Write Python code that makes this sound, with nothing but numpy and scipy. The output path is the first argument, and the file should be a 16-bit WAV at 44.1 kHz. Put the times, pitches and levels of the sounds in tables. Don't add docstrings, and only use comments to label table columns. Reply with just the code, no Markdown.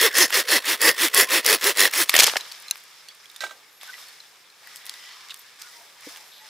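import sys
import numpy as np
from scipy import signal
from scipy.fft import rfft, irfft
from scipy.io import wavfile

SR = 44100
rng = np.random.default_rng(int(sys.argv[2]) if len(sys.argv) > 2 else 0)


def dump(signal):
    limited = np.clip(np.atleast_2d(signal).T, -1, 1)
    pcm = np.round(limited * 32767).astype(np.int16)
    wavfile.write(sys.argv[1], SR, pcm)


def gain_from_db(level_db):
    decades = np.asarray(level_db, float) / 20
    return 10 ** decades


N = 286197

# bite in seconds, length in seconds, cutting level in dB,
# lean towards the end in dB, blade judder in dB relative.
STROKES = [(-.025, 0.12, -19, 1, -3.5), (0.131, 0.14, -17.5, -3, -4), (0.313, 0.12, -18, -6, -6.5),
           (0.468, 0.13, -19, -2, -2), (0.628, 0.14, -21, -1, -7.5), (0.797, 0.13, -18.5, -0.5, 0),
           (0.958, .13, -18.5, 2, -11), (1.131, 0.127, -17.5, -3.5, -1.5), (1.277, 0.14, -17.5, -3, -5),
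           (1.433, 0.14, -17.5, -2, -1.5), (1.603, 0.13, -18, -2, -7.5), (1.752, 0.14, -17.5, -4, -2.5),
           (1.921, .13, -19.5, 2.5, -10.5)]
REVERSALS = [round(stroke[0] * SR) for stroke in STROKES[1:]]
# frequency in Hz, likeness 0-1.
WIDE_ALIKE = [(60, 0.9), (240, 0.9), (950, 0.86), (3770, 0.71), (15000, 0.13)]
BRIGHT = signal.butter(2, [4800, 15200], "band", fs=SR, output="sos")
DULL = signal.butter(2, [410, 1250], "band", fs=SR, output="sos")


def rms_one(x):
    return x / np.sqrt(np.mean(x ** 2) + 1e-20)


def add(out, s, sound):
    i = round(s * SR)
    out[:, i:i + sound.shape[-1]] += sound[..., :N - i]


def at_hz(points, hz):
    point_hz, value = np.transpose(points)
    return np.interp(np.log(hz), np.log(point_hz), value)


def drift(rate_hz):
    r = np.exp(-80 * np.pi * rate_hz / SR)
    slow = signal.lfilter([1], [1, -2 * r, r * r], rng.standard_normal(N // 40 + 2002))[2000:]
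    return np.interp(np.arange(N) / 40, np.arange(len(slow)), rms_one(slow))


def resonate(x, hz, width_hz):
    r = np.exp(-np.pi * width_hz / SR)
    zeros = np.array([1, 0, -1]) * (1 - r * r) / 2
    return signal.lfilter(zeros, [1, -2 * r * np.cos(2 * np.pi * hz / SR), r * r], x)


def band(x, low_hz, high_hz):
    edges_hz = [low_hz, min(high_hz, .36 * SR)]
    return signal.sosfilt(signal.butter(2, edges_hz, "band", fs=SR, output="sos"), x)


def grains(per_s, spread_db, size=N):
    hits = rng.random(size) < per_s / SR
    sizes = gain_from_db(spread_db * np.minimum(rng.exponential(1, size), 5)) * hits
    return rms_one(sizes * rng.standard_normal((2, size)) + 1e-18)


def coloured(source, spectrum, likeness):
    hz = np.maximum(np.fft.rfftfreq(source.shape[1], 1 / SR), 10)
    mid, side = rfft(source) * gain_from_db(at_hz(spectrum, hz))
    alike = np.clip(at_hz(likeness, hz), 0, 1)
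    pair = np.sqrt(1 + alike) * mid + np.sqrt(1 - alike) * side * [[1], [-1]]
    return rms_one(irfft(pair, source.shape[1]))


def crack(ring_hz, bright_db, dull_db, t60_s, rise_s, sharp, ring_db):
    t = np.arange(round(.12 * SR)) / SR
    envelope = (1 - np.exp(-t / rise_s)) ** 2 * gain_from_db(-60 * t / t60_s)
    mid, side = rng.standard_normal((2, len(t))) * envelope
    both = mid + 0.045 * side * np.array([[1], [-1]])
    middle = band(both, ring_hz / 1.85, ring_hz * 2.34)
    middle = middle + gain_from_db(ring_db) * resonate(both, ring_hz, ring_hz / sharp)
    burst = rms_one(middle) + gain_from_db(bright_db) * rms_one(signal.sosfilt(BRIGHT, both))
    burst = burst + gain_from_db(dull_db) * rms_one(signal.sosfilt(DULL, mid))
    return burst / np.abs(burst).max()


def knocks(blows, modes, soft_s, offset_db):
    out = np.zeros((2, N))
    t = np.arange(round(.3 * SR)) / SR
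    hz, level_db, t60_s = np.array(modes).T[:, :, None]
    for s, db, hardness in blows:
        strength_db = level_db + hardness * np.log2(hz / 1570) + rng.normal(0, 2.5, hz.shape)
        rings = np.sum(gain_from_db(strength_db - 60 * t / t60_s) * np.sin(2 * np.pi * hz * t), axis=0)
        add(out, s, gain_from_db(db + offset_db) * (1 - np.exp(-t / soft_s)) * rings)
    return out


def saw():
    # frequency in Hz, density in dB per Hz.
    cut_spectrum = [(240, -35), (400, -9.5), (773, -13.5), (1090, -5), (1430, -5), (1850, -1.5), (2820, -4),
                    (3410, -4), (7000, -14.5), (9100, -16), (15400, -120)]
    # frequency in Hz, density in dB per Hz.
    tear_spectrum = [(2940, -50), (5000, -4.5), (10600, -2), (11700, -4), (13000, -3.5), (15300, -3),
                     (16300, 1.5)]
    # frequency in Hz, likeness 0-1.
    near_alike = [(60, 0.9), (125, .97), (240, 1.0), (950, 1), (2000, .992), (3770, 0.96), (15000, 0.93)]
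    size = round(2.1 * SR)
    load, tear_db, judder_db = strokes(size)
    teeth_hz, clear = blade_speed(size)
    turns = np.cumsum(teeth_hz * (1 + 0.016 * drift(40)[:size])) / SR
    bite = 1 + .4 * np.cos(2 * np.pi * turns)
    uneven = chatter(size) * gain_from_db(drift(60)[:size])
    cut = coloured(bite * grains(26000, .4, size=size), cut_spectrum, near_alike)
    tear = coloured(bite * grains(20000, .5, size=size), tear_spectrum, near_alike)
    wood = cut + gain_from_db(tear_db) * tear
    wood = wood + ringing(wood)
    wood = wood + patches(wood, depth_db=4.5, gain_db=-12)
    phase = 2 * np.pi * turns
    tone = np.sin(phase) + .22 * np.sin(2 * phase) + .3 * np.sin(3 * phase)
    hum = clear * gain_from_db(2.2 * drift(30)[:size]) * tone
    judder = 0.3 * rms_one(resonate(band(rng.standard_normal(size), 226, 1500), 480, 162))
    fade = np.clip((size - np.arange(size)) / (0.0308 * SR), 0, 1)
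    side_gain = gain_from_db(np.array([[-3.3], [-2.7]]))
    sound = load * fade * (side_gain * uneven * wood + gain_from_db(judder_db) * (hum + judder))
    sound = sound + gain_from_db(-6.5) * resonate(sound, 1836, 23)
    return np.pad(sound, [(0, 0), (0, N - size)])


def strokes(size):
    # share of stroke 0-1, force in dB, tearing in dB relative,
    # judder in dB relative.
    shape = [(0, -12, -1, 0), (.17, -4.5, 0, 1), (.45, -0.5, 3.5, 3), (0.738, 0.5, 2.5, 3.5),
             (1, -13, -1, 6)]
    ease = [.1, 0.67, 0.43, 0.36, 0.76, .1, 0.36, .05, 0.72, 0.64, 0.73, 0.63, .2]
    rest_db, ease_share = -41.5, 0.31
    t = np.arange(size) / SR
    bite_s, length_s, db, lean_db, judder_db = np.transpose(STROKES)
    k = np.searchsorted((bite_s[1:] + (bite_s + length_s)[:-1]) / 2, t)
    done = np.clip((t - bite_s[k]) / length_s[k], 0, 1)
    share, force_db, tear_db, shake_db = np.transpose(shape)
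    force = np.interp(done, share, gain_from_db(force_db) - gain_from_db(force_db[0])).clip(0)
    force = force * np.clip(done / ease_share, 0, 1) ** np.clip(ease, 0, 3)[k]
    load = gain_from_db(rest_db) + force * gain_from_db(db[k] + lean_db[k] * (2 * done - 1))
    return load, np.interp(done, share, tear_db), judder_db[k] + np.interp(done, share, shake_db)


def blade_speed(size):
    # fastest moment in seconds, tooth rate there in Hz, tooth tone in dB.
    arches = [(0.049, 461.7, 3), (0.211, 367.5, -1.5), (0.379, 400.2, -7), (.535, 324.8, -9.5),
              (0.71, 339.9, -5), (0.861, 336.9, -8.5), (1.039, 334.7, 1), (1.19, 404.6, -8.5),
              (1.359, 354.7, -5), (1.52, 444.4, -2), (1.68, 419.3, 3), (1.81, 434, -9), (1.996, 356.7, 0)]
    t = np.arange(size) / SR
    top_s, top_hz, clear_db = np.transpose(arches)
    stop_s = .54 * np.array(STROKES)[:, 1]
    k = np.searchsorted((top_s[1:] + top_s[:-1]) / 2, t)
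    speed = np.cos(np.pi / 2 * np.clip((t - top_s[k]) / stop_s[k], -.9, .9))
    starting = (k % 2 == 1) & (t < top_s[k])
    slowing_sharp = np.array([4.2, 3.])[k % 2]
    return top_hz[k] * speed, gain_from_db(clear_db[k] - 2.0) * speed ** np.where(starting, 11, slowing_sharp)


def chatter(size):
    # one swell in seconds, swell rate in Hz, depth in dB.
    throbs = [
        (1.2, 92, 1.2),
        (1.5092, 100, 3),
        (1.8257, 97, 3.3),
    ]
    t = np.arange(size) / SR
    reach_s = .08
    return gain_from_db(sum(db * np.cos(2 * np.pi * hz * (t - s)) * (np.abs(t - s) < reach_s)
                   for s, hz, db in throbs))


def per_stroke(wood, hz, width_hz):
    parts = np.split(wood, REVERSALS, axis=1)
    return np.hstack([resonate(part, hz * (1 + .025 * rng.standard_normal()), width_hz)
                      for part in parts])


def ringing(wood):
    # frequency in Hz, width in Hz, level over the cut in dB.
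    body = [(1070, 90, -7), (1774, 140, -2.5), (1950, 170, -3.5), (2647, 41, 0), (3370, 140, -6),
            (4320, 210, 2), (5280, 230, 0.5), (6300, 60, -5), (7050, 200, 0), (8220, 190, -4),
            (10670, 550, -2), (13000, 250, -1), (15400, 200, 2)]
    # branch ring in dB, blade ring in dB, bright patch in Hz, patch in dB.
    colours = [(4, 0.5, 3670, 1.5), (3.5, 6, 6240, 1.5), (-2.5, -9, 5600, -8), (3, 0, 4300, 3),
               (-7, -18, 3500, -9), (6.5, 3, 8800, -10), (-11, -17, 3370, -7), (5, 6, 6000, -5.5),
               (-3.5, -18, 2577, -5.5), (2.5, 0.5, 4240, -7.5), (-5, -9, 7200, -10.5), (3, 1.5, 4330, -10),
               (-3.5, -1, 8600, -3)]
    blade_above_hz, wander_db = 5000, 3.0
    size = wood.shape[1]
    branch_db, blade_db, patch_hz, patch_db = np.transpose(colours)
    k = np.searchsorted(REVERSALS, np.arange(size))
    rings = 0
    for hz, width_hz, db in body:
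        stroke_db = (blade_db if hz > blade_above_hz else branch_db)[k]
        gain = gain_from_db(db + stroke_db + wander_db * drift(24)[:size])
        rings = rings + gain * per_stroke(wood, hz, width_hz)
    parts = np.split(wood, REVERSALS, axis=1)
    patch = np.hstack([resonate(part, hz, hz / 9.7) for part, hz in zip(parts, patch_hz)])
    return rings + gain_from_db(patch_db[k] + wander_db * drift(24)[:size]) * patch


def patches(wood, depth_db, gain_db):
    size = wood.shape[1]
    pitches_hz = np.geomspace(900, 14000, 14) * gain_from_db(rng.normal(0, 1.0, 14))
    return sum(gain_from_db(gain_db + depth_db * drift(22)[:size]) * per_stroke(wood, hz, hz / 9)
               for hz in pitches_hz)


def snapping_teeth():
    # time in seconds, peak in dB.
    snaps = [(0.0139, -2), (0.129, -25), (.159, -24), (0.184, 0), (.281, -28), (0.345, -9), (0.374, -10),
             (.468, -37), (0.488, -13), (0.563, -21), (0.6562, -15), (.7183, -16), (0.815, -10.5),
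             (0.817, -2.5), (0.8903, -3), (.907, -15), (.913, -11), (1.014, -17), (1.061, -17),
             (1.069, -16), (1.0755, -14), (1.1275, -36), (1.1462, 0), (1.179, -16), (1.3067, -16),
             (1.446, -15), (1.4630, -0.5), (1.605, -30), (1.612, -19), (1.6424, -3), (1.772, -9),
             (1.8042, -7), (1.912, -17), (2.025, -7), (2.034, -10)]
    # time in seconds, peak in dB, ring in Hz.
    catches = [(0.3034, -16.5, 1600), (1.0817, -12.5, 2500), (1.1226, -37, 3497), (1.139, -12, 2200),
               (1.4653, -16, 1900), (1.8038, -2.5, 3500), (1.874, -16, 3032), (1.935, -9, 2650)]
    # time in seconds, peak in dB, ring in Hz.
    snags = [(2.1401, -3.5, 1890), (2.1515, -3, 1870), (2.164, 0, 3270), (2.178, -6, 2620), (2.19, 2, 3300),
             (2.22, -6, 1480), (2.224, -8, 4550), (2.228, -9, 3000), (2.233, -2, 4260), (2.236, -11, 3300)]
    out = np.zeros((2, N))
    for s, db in snaps:
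        add(out, s, gain_from_db(db) * crack(6800, 2.2, -18, 0.0045, .00006, 3.3, 0))
        add(out, s, gain_from_db(2 * db - 30) * np.hanning(40) * rng.uniform(.75, 1.25, (2, 1)))
    for s, db, hz in catches:
        add(out, s, gain_from_db(db) * crack(hz, -3.0, -22.0, 0.018, 0.00093, 5.0, 0))
    for s, db, hz in snags:
        add(out, s - .0015, gain_from_db(db) * crack(hz, -6, -12, .0125, .006, 10.0, 3))
    return out


def breaking_branch():
    # time in seconds, peak in dB, ring in Hz, t60 in seconds.
    splinters = [(2.088, -21, 3750, .015), (2.0935, -5, 2200, .018), (2.0937, -5, 6000, .016),
                 (2.103, -15, 4350, .02), (2.116, -21, 1900, .03), (2.1977, 5, 4300, .011),
                 (2.1985, -2, 2000, .012), (2.2011, 1, 3400, .013), (2.2038, 1, 3300, .016),
                 (2.2062, -5, 4300, .016), (2.2411, 0, 3500, .014), (2.259, -17, 4000, .008)]
    # time in seconds, peak in dB, ring in Hz, bright part in dB, t60 in seconds.
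    bounces = [(2.266, -5.5, 4000, -20, 0.025), (2.27, -6, 3120, -10, 0.033), (2.278, -12, 905, -15, 0.025),
               (2.282, -15, 3400, -17, 0.09), (2.2968, -11.5, 1880, -17, 0.008),
               (2.299, -22, 1900, -20, 0.03), (2.314, -27, 1560, -3, .02), (2.336, -18, 1050, -20, 0.0054),
               (2.357, -12, 880, -24, 0.02), (2.3655, -16, 1300, -30, 0.014), (2.367, -8, 2280, -28, 0.02),
               (2.367, -20, 5170, -32, 0.075), (2.408, -31, 3850, -20, 0.021)]
    out = np.zeros((2, N))
    for s, db, hz, t60_s in splinters:
        add(out, s, gain_from_db(db) * crack(hz, -10, -20, t60_s, 0.00028, 12.0, 3.0))
    for s, db, hz, bright_db, t60_s in bounces:
        add(out, s, gain_from_db(db) * crack(hz, bright_db, -14, t60_s, 0.0003, 10.0, 3.0))
    return out


def saw_lock():
    # time in seconds, peak in dB, hardness in dB per octave.
    latch = [
        (2.7103, 0, -4),
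    ]
    # frequency in Hz, level in dB, t60 in seconds.
    handle = [(1600, -28, 0.067), (2740, -10, 0.019), (4030, 2, 0.021), (6220, -2, 0.021),
              (7130, 11, 0.0068), (13700, -9, 0.015), (15300, -6, 0.0052)]
    out = knocks(latch, handle, .0001, -8.0)
    for s, db, hardness in latch:
        add(out, s, gain_from_db(db - 4) * crack(7000, -6, -30, 0.005, .00008, 2.5, 0))
        add(out, s, gain_from_db(db - 36) * np.hanning(40)[None])
    return out


def tossed_stick():
    # time in seconds, peak in dB, hardness in dB per octave.
    toss = [(3.406, -25, 10), (3.42, -25, 4), (3.4342, -25.5, -13.5), (3.438, -16.5, 0.5), (3.465, -28, 2),
            (3.493, -33.5, 2), (3.509, -28.5, -0.5)]
    # frequency in Hz, level in dB, t60 in seconds.
    stick = [(652, -5.5, 0.047), (856, -1, 0.031), (1290, 15.5, 0.012), (1570, 2, 0.11),
             (1950, -4.5, 0.095), (2260, -0.5, 0.028), (3850, 9, 0.011), (4000, 0, 0.022), (4500, -15, .04),
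             (5400, -14, 0.046)]
    out = knocks(toss, stick, 0.002, -10.0)
    for s, db, hardness in toss:
        crunch = crack(3230, -14, -4 - hardness, 0.16, 0.00021, 3.2, 0)
        add(out, s, gain_from_db(db - 10.0 + hardness) * crunch)
    return out * gain_from_db(np.array([[-2.5], [2.5]]))


def log_thud():
    # time in seconds, peak in dB, hardness in dB per octave.
    thud = [
        (6.068, -28.5, -1.5),
    ]
    # frequency in Hz, level in dB, t60 in seconds.
    log = [(296, -2, 0.047), (490, 2, 0.036)]
    return knocks(thud, log, 0.0038, -4.5)


def blade_ping():
    # time in seconds, peak in dB, hardness in dB per octave.
    ping = [
        (5.392, -34, 0),
    ]
    # frequency in Hz, level in dB, t60 in seconds.
    blade = [(8100, -12, 0.033), (9000, -12, .03), (10500, -9, .03), (13000, -6, .08), (14700, -14, .02)]
    return knocks(ping, blade, .0002, -3.0)


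def squeaks():
    # start in seconds, end in seconds, frequency in Hz, width in Hz, level in dB.
    rubs = [(3.061, 3.135, 4520, 40.3, -58), (3.085, 3.113, 3370, 60, -49),
            (3.627, 4.142, 11600, 910, -59.5), (3.873, 3.917, 1523, 50, -41.5),
            (3.925, 3.965, 1990, 60, -44), (4.038, 4.105, 4430, 30, -54), (4.593, 4.9, 1950, 130, -56.5),
            (4.76, 5.233, 1980, 130, -53.5), (4.96, 5.05, 5100, 450, -56), (5.02, 5.1, 4820, 400, -56),
            (5.077, 5.18, 4500, 300, -55), (4.953, 5.2, 3070, 500, -53), (5.294, 5.327, 3620, 1200, -41),
            (5.044, 5.447, 1120, 200, -59), (5.595, 5.712, 1454, 80, -55), (5.63, 5.8, 1970, 200, -61),
            (5.623, 5.717, 4800, 400, -62), (5.739, 5.85, 950, 40, -60), (5.95, 6.01, 950, 40, -63),
            (6.145, 6.23, 870, 40, -60), (6.38, 6.49, 870, 30, -59), (6.38, 6.49, 1950, 60, -61),
            (5.76, 5.86, 690, 40, -64), (.425, .475, 490, 40, -44), (1.262, 1.31, 1050, 60, -42),
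            (.095, .15, 1750, 250, -36), (6.2, 6.462, 11700, 800, -60), (6.3, 6.423, 3800, 1200, -50.5)]
    out = np.zeros((2, N))
    for start_s, end_s, hz, width_hz, db in rubs:
        mid, side = rng.standard_normal((2, SR))[:, :round((end_s - start_s) * SR)]
        noise = mid + 0.14 * side * np.array([[1], [-1]])
        tone = resonate(resonate(noise, hz, width_hz), hz, width_hz)
        add(out, start_s, gain_from_db(db) * rms_one(tone) * signal.windows.tukey(tone.shape[1], .6))
    return out


def handling_clicks():
    # time in seconds, peak in dB, ring in Hz, bright part in dB.
    ticks = [(2.462, -34, 1540, -12), (2.521, -25.5, 3280, -4), (2.623, -35, 3780, 6),
             (2.7566, -27, 1960, -7), (3.086, -34, 3480, -20), (3.8122, -32, 3230, -9),
             (3.832, -27.5, 1290, 0), (3.875, -35, 1570, 3), (3.9, -39, 1570, -6), (4.085, -34.5, 4450, 8),
             (4.6726, -33, 1960, -4), (4.7593, -25, 3300, 4), (4.8552, -29, 1970, 20),
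             (4.865, -26, 3360, 2), (4.8949, -17, 4440, -12), (4.939, -31, 3200, -9),
             (5.0888, -36, 2970, -14), (5.286, -32.5, 2500, -14), (5.296, -30, 2500, -16),
             (5.307, -40, 2600, -17), (5.312, -35, 3000, -18), (5.321, -35, 2000, -14),
             (5.3426, -25, 4770, -11), (5.392, -37, 1140, 4), (5.617, -29, 4860, -25),
             (6.1723, -32, 2500, 0), (6.381, -39, 3570, -8)]
    # time in seconds, peak in dB, ring in Hz.
    specks = [(2.333, -33, 9000), (2.35, -37, 9000), (2.7, -33, 6500), (2.6, -34, 10400),
              (2.677, -40, 12000), (2.77, -31, 10000), (2.778, -35, 12000), (2.801, -37, 13000),
              (2.838, -35, 11000), (3.149, -37, 9600), (3.244, -41, 9000), (3.257, -46, 13000),
              (3.296, -41, 13000), (3.315, -40, 13500), (3.344, -41, 12000), (3.3643, -31, 10000),
              (3.729, -43, 11600), (4.768, -28, 8000), (4.775, -37, 11000), (4.786, -43, 11000),
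              (4.872, -35, 11000), (4.88, -44, 12000), (5.121, -43, 13500), (5.334, -43, 11000),
              (5.362, -39, 13000), (5.373, -37, 13500), (5.385, -40, 13500), (5.417, -38, 12000),
              (5.599, -41, 8000), (5.6204, -22, 6140), (6.008, -38, 11000), (6.072, -38, 5000),
              (6.123, -39, 7000), (6.161, -29, 3000)]
    # time in seconds, peak in dB, ring in Hz.
    taps = [(2.368, -22, 5300), (2.369, -25, 6650), (2.37, -28, 7450), (2.408, -21, 4000),
            (2.516, -24, 4470), (2.682, -23.5, 4090), (3.0852, -27, 4410), (3.256, -35, 3370),
            (3.299, -35, 3700), (3.361, -26, 3610), (3.9403, -27, 1960), (4.202, -31.5, 4100),
            (4.5, -40, 4130), (4.771, -31, 4330), (4.94, -32, 3740), (3.499, -39, 3950), (5.305, -25, 3850),
            (5.308, -26, 2860), (5.3148, -29, 3920)]
    # time in seconds, left over right in dB.
    hands = [(2.6, 1.5), (3.3, -7), (3.8, -1.5), (4.7, 2.5), (5.6, -5), (6.1, 1), (6.4, -14)]
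    out = np.zeros((2, N))
    t = np.arange(round(.05 * SR)) / SR
    for s, db, hz, bright_db in ticks:
        add(out, s, gain_from_db(db + 2) * crack(hz, bright_db, -34, .007, .0002, 5.0, 5))
    for s, db, hz in specks:
        add(out, s, gain_from_db(db) * crack(hz, -12, -40, .006, .0002, 4.0, 10))
    for s, db, hz in taps:
        add(out, s, gain_from_db(db - 4) * crack(hz, -22, -30, .015, .0004, 14.0, 16))
        envelope = gain_from_db(db - 5 - 60 * t / .028) * (1 - np.exp(-t / .0006))
        add(out, s, envelope * np.sin(2 * np.pi * hz * t))
    pan_db = np.interp(np.arange(N) / SR, *np.transpose(hands))
    return out * gain_from_db(pan_db * [[.5], [-.5]])


def swell(start_s, swell_s, db, fade_db_per_s):
    t = np.arange(0, N, 40) / SR - start_s
    fade = gain_from_db(db - fade_db_per_s * np.maximum(t - swell_s, 0))
    return np.repeat((np.clip(t / swell_s, 0, 1) * fade) ** 2, 40)[:N]


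def rustle():
    # start in seconds, swell in seconds, leaf level in dB,
    # fade in dB per second, cloth in dB relative.
    moves = [(2.06, 0.14, -21, 130, 0.5), (2.38, 0.02, -41, 93, -26), (2.429, 0.051, -48.5, 14, -1),
             (3.2, 0.18, -56.5, 51, 1), (3.39, 0.041, -57, 46, -17), (3.8, 0.022, -46.5, 27.5, -3),
             (3.93, 0.067, -54.5, 45, 5.5), (4.55, 0.16, -51.5, 18, -0.5), (4.84, 0.018, -50.5, 10.5, -1.5),
             (4.979, 0.085, -53, 25, -20), (5.58, 0.019, -51, 27, 2), (5.95, 0.14, -48.5, 49, 2),
             (6.36, 0.34, -42.5, 48, -2)]
    # start in seconds, rumble in dB.
    drags = [(2.08, -38), (2.35, -62), (3.42, -58), (3.9, -57), (4.55, -58), (4.76, -59), (5.0, -72),
             (5.67, -54), (6.02, -51)]
    # frequency in Hz, density in dB per Hz.
    leaf_spectrum = [(410, -23), (700, -9), (775, -6), (1500, -0.5), (1790, 1.5), (1960, 0.5), (2190, -1),
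                     (3920, 0.5), (8000, -13.5), (10400, -70), (17600, -120)]
    cloth_spectrum = [(2940, -23.5), (5000, -2), (6890, -8.5), (7570, -9), (8780, -8.5), (12800, -11.5),
                      (15200, -15.5), (16300, -59)]
    rumble_spectrum = [(150, -26), (300, -23.5), (500, -13), (900, -10.5), (1300, -22.5)]
    still_leaf_db, still_cloth_db, still_rumble_db = -59, -79, -63.5
    leaf_power, cloth_power = gain_from_db(2 * still_leaf_db), gain_from_db(2 * still_cloth_db)
    for s, swell_s, db, fade_db, cloth_db in moves:
        leaf_power = leaf_power + swell(s, swell_s, db, fade_db)
        cloth_power = cloth_power + swell(s, swell_s, db + cloth_db, fade_db)
    drag_power = gain_from_db(2 * still_rumble_db) + sum(swell(s, 0.098, db, 44.5) for s, db in drags)
    leaves = coloured(grains(12000, 0.62) * gain_from_db(0.52 * drift(5.0)), leaf_spectrum, WIDE_ALIKE)
    cloth = coloured(grains(5100, 0.33) * gain_from_db(0.5 * drift(13)), cloth_spectrum, WIDE_ALIKE)
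    rumble_noise = rng.standard_normal((2, N)) * gain_from_db(0.82 * drift(3.4))
    rumble = coloured(rumble_noise, rumble_spectrum, WIDE_ALIKE)
    leaves = leaves + patches(leaves, depth_db=5.0, gain_db=-8)
    moving = np.clip((np.arange(N) / SR - 2.04) / 0.22, 0, 1)
    return moving * (np.sqrt(leaf_power) * leaves + np.sqrt(cloth_power) * cloth
                     + np.sqrt(drag_power) * rumble)


def still_air():
    # frequency in Hz, density in dB per Hz.
    air_spectrum = [(18, -69), (30, -44), (124, -4), (245, -9.5), (449, -0.5), (666, -12), (1430, -2.5),
                    (4910, -28), (6550, -6), (12600, -11), (16000, -17.5)]
    return gain_from_db(-61.5) * coloured(rng.standard_normal((2, N)), air_spectrum, WIDE_ALIKE)


def scene():
    cutting = saw() + snapping_teeth() + breaking_branch()
    objects = saw_lock() + tossed_stick() + log_thud() + blade_ping()
    handling = squeaks() + handling_clicks() + rustle()
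    return cutting + objects + handling + still_air()


def band_limit(x):
    return signal.sosfilt(signal.butter(12, 16250, fs=SR, output="sos"), x)


def record(dry):
    thin = signal.sosfilt(signal.butter(1, 100, "high", fs=SR, output="sos"), dry)
    overloaded = np.clip(thin, -1.05, 1.05)
    cut = signal.sosfilt(signal.cheby2(12, 40, 16000, fs=SR, output="sos"), overloaded)
    return band_limit(np.clip(cut, -1, 1))


dry = scene()
out = record(dry)
dump(out)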